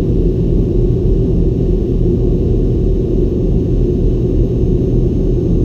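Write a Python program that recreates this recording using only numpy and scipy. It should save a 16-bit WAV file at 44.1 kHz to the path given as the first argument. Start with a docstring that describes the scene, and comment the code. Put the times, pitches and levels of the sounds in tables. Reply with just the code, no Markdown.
"""A jet airliner in flight, heard from a window seat beside one engine.
From the start, two engines turn at slightly different speeds, so their hums throb against each other.
Pumps drone and turbines sing along, while churning air roars through the wall with a hiss on top.
As the seconds pass, all of this carries on, and a whistle chopped by the fan blades slowly swells."""
import sys
import numpy as np
from scipy import signal
from scipy.fft import rfft, irfft, next_fast_len
from scipy.io import wavfile
from scipy.ndimage import uniform_filter1d, minimum_filter1d, map_coordinates

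SR = 44100
rng = np.random.default_rng(int(sys.argv[2]) if len(sys.argv) > 2 else 0)


def file_out(sig):
    """Save sig as 16-bit WAV at sys.argv[1]."""
    # one column per channel
    cols = np.atleast_2d(sig).T
    # limit, then scale
    lim = np.clip(cols, -1, 1)
    pcm = np.round(lim * 32767).astype(np.int16)
    wavfile.write(sys.argv[1], SR, pcm)


N = 248704
T = np.arange(N) / SR
# shaft speeds of the near and the far engine [turns per s]
FAN_HZ, CORE_HZ = [39.008, 42.383], [117.22, 124.5]


def amp(db):
    """Turn decibels into a number to multiply by."""
    return 10 ** (np.asarray(db) / 20)


def wobble(rate):
    """A smooth curve through `rate` random values a second."""
    return map_coordinates(rng.standard_normal(int(N * rate / SR) + 4), [T * rate])


def tone(hz, clock, scatter, rate):
    """A tone whose strength and timing waver in churning air."""
    flutter = 1 + scatter * (wobble(rate) + 1j * wobble(rate))
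    turns = hz * clock + rng.random()
    return np.sqrt(2) * np.real(flutter * np.exp(2j * np.pi * turns))


def rush(spectrum, resonances):
    """Noise with a broad shape, plus humps at the pitches where something rings."""
    size = next_fast_len(N + 8192)
    hz = np.fft.rfftfreq(size, 1 / SR)
    points, levels = np.transpose(spectrum)
    power = amp(np.interp(np.log(hz + 1), np.log(points + 1), levels)) ** 2
    for centre, width, db in resonances:
        power += amp(db) ** 2 / (1 + ((hz - centre) / width * np.sqrt(2)) ** 2) ** 2
    noise = rfft(rng.standard_normal(size))
    return irfft(noise * np.sqrt(power * SR / 2), size)[:N]


# hum of the near, then the far fan, at 1, 2, 3... times its speed: (level [dB])
FAN_HUMS = [
    [-20.3, -35],
    [-19.8, -26.2, -28.4, -31.3],
]

def fans(in_step_s):
    """Two off-balance fan shafts drift in and out of step, throbbing about three times a second."""
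    start = rng.random()
    hum = np.zeros(N)
    for hz, levels in zip(FAN_HZ, FAN_HUMS):
        angle = 2 * np.pi * (hz * (T - in_step_s) + start)
        hum += sum(amp(db) * np.cos(multiple * angle) for multiple, db in enumerate(levels, 1))
    return np.sqrt(2) * hum


# hum of the near, then the far engine's off-balance core shaft: (relative level [dB])
CORE_HUMS = [-23.1, -31.2]
# hums of smaller machines: (pitch [Hz], relative level [dB])
MACHINE_HUMS = [(82.1, -34.3), (166.9, -28.9), (200.6, -37.7), (1214, -69.2)]

def hums(scatter, gain_db):
    """Core shafts and smaller machines shake the wing, which carries their hum into the cabin."""
    notes = [*zip(CORE_HZ, CORE_HUMS), *MACHINE_HUMS]
    return amp(gain_db) * sum(amp(db) * tone(hz, T, scatter, rate=4.3) for hz, db in notes)


# tones of the near, then the far pump: (multiple of the pump's speed, relative level [dB])
PUMP_TONES = [
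    [(1, -27.2), (2, -55), (5, -73)],
    [(1, -25.6), (4, -74), (5, -77), (6, -74.6), (8, -68.3)],
]

def pumps(strokes_per_turn, scatter, gain_db):
    """Each core drives a pump through gears; the two drones beat quickly against each other."""
    drone = np.zeros(N)
    for core_hz, tones in zip(CORE_HZ, PUMP_TONES):
        for multiple, db in tones:
            drone += amp(db) * tone(multiple * strokes_per_turn * core_hz, T, scatter, rate=4.5)
    return amp(gain_db) * drone


# tone of each turbine wheel in the near, then the far engine: (level [dB])
WHEEL_LEVELS = [
    [-68, -69.5, -69, -69.8, -66.5, -65.6],
    [-70.5, -77.5, -80, -80.5, -74, -79],
]
WHEEL_BLADES = [63, 72, 77, 85, 94, 99]

def turbines(clock, scatter, octave_db):
    """Each wheel sings at its blade count times its shaft's speed, and faintly an octave higher."""
    whine = np.zeros(N)
    for shaft_hz, levels in zip(FAN_HZ, WHEEL_LEVELS):
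        for blades, db in zip(WHEEL_BLADES, levels):
            note = tone(blades * shaft_hz, clock, scatter, rate=22)
            octave = tone(2 * blades * shaft_hz, clock, scatter, rate=22)
            whine += amp(db) * (note + amp(octave_db) * octave)
    return whine


# tones beside the whistle: (distance from it [steps of the chopping rate], relative level [dB])
SIDE_TONES = [(-2, -77), (-1, -66.7), (1, -70.2)]

def whistle(clock, hz, swell_db_per_s, fan_blades, scatter, gain_db):
    """The strongest blade tone swells; passing fan blades chop it, adding a few tones around it."""
    centre = amp(-67.4 + swell_db_per_s * T) * tone(hz, clock, scatter, rate=30)
    chop_hz = fan_blades * FAN_HZ[0]
    sides = sum(amp(db) * tone(hz + step * chop_hz, clock, scatter, rate=30) for step, db in SIDE_TONES)
    return amp(gain_db) * (centre + sides)


# churning air heard through the wall: (pitch [Hz], level [dB per Hz])
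ROAR_SHAPE = [(18, -57), (34, -51.5), (50, -36.5), (62, -37), (92, -46), (290, -43), (385, -48), (430, -48),
              (490, -53.5), (600, -64.5), (700, -67.5), (790, -75.5), (970, -79.5), (1200, -80.5),
              (1500, -125)]
# where the cabin air rings: (pitch [Hz], width [Hz], level [dB per Hz])
CABIN_RINGS = [(121, 20, -40.5), (172.7, 13.6, -39.5), (346.3, 20, -38.5), (838, 40, -74)]

def roar(sway_db):
    """The jet and the air along the plane churn; the wall lets their low roar through."""
    return rush(ROAR_SHAPE, CABIN_RINGS) * amp(sway_db * wobble(rate=5.08))


# rushing air: (pitch [Hz], level [dB per Hz])
HISS_SHAPE = [(600, -100), (1350, -92), (1650, -91), (2100, -91.5), (3700, -90), (4300, -91.5),
              (5000, -94.5), (6350, -97.5), (6800, -101), (8800, -107), (12000, -105.3), (14000, -104.7),
              (15200, -109)]
# where the wall panels and the window ring: (pitch [Hz], width [Hz], level [dB per Hz])
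PANEL_RINGS = [(1490, 70, -88), (1800, 100, -90), (2740, 180, -84), (2977, 180, -86.5), (5210, 110, -90),
               (6250, 410, -98.5), (13200, 450, -105)]

def hiss(sway_db):
    """Air hisses softly along the plane's skin and out of the vents."""
    return rush(HISS_SHAPE, PANEL_RINGS) * amp(sway_db * wobble(rate=8))


def scene():
    """Engines and rushing air, all heard together at the seat."""
    drone = fans(in_step_s=.237) + hums(scatter=.07, gain_db=-.5)
    drone += pumps(strokes_per_turn=3.0575, scatter=.06, gain_db=-.07)
    # the blade tones sink very slightly as the engines ease off
    speed = 1 - .00018 * (T - T.mean())
    clock = np.cumsum(speed) / SR
    whine = turbines(clock, scatter=.15, octave_db=-19.5)
    whine += whistle(clock, hz=6366.5, swell_db_per_s=1.25, fan_blades=22, scatter=.09, gain_db=.2)
    return (drone + whine + roar(sway_db=.4) + hiss(sway_db=.45))[None]


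def limiter(sound, ceiling, look_ahead_s):
    """Turn the volume down smoothly around peaks that would pass the ceiling."""
    span = int(look_ahead_s * SR)
    needed_gain = ceiling / np.maximum(np.abs(sound), ceiling)
    held_gain = minimum_filter1d(needed_gain, 2 * span + 1)
    return sound * uniform_filter1d(uniform_filter1d(held_gain, span), span)


def record(dry):
    """Hold down the loudest peaks and cut away the very highest treble."""
    limited = limiter(dry, ceiling=.9, look_ahead_s=.02)
    margin = SR // 10  # extra sound at both ends keeps the filter from clicking
    padded = np.pad(limited, ((0, 0), (margin, margin)), mode="reflect", reflect_type="odd")
    treble_cut = signal.firwin(401, cutoff=15200, fs=SR)
    return signal.fftconvolve(padded, treble_cut[None], mode="same", axes=1)[:, margin:margin + N]


dry = scene()
out = record(dry)
file_out(out)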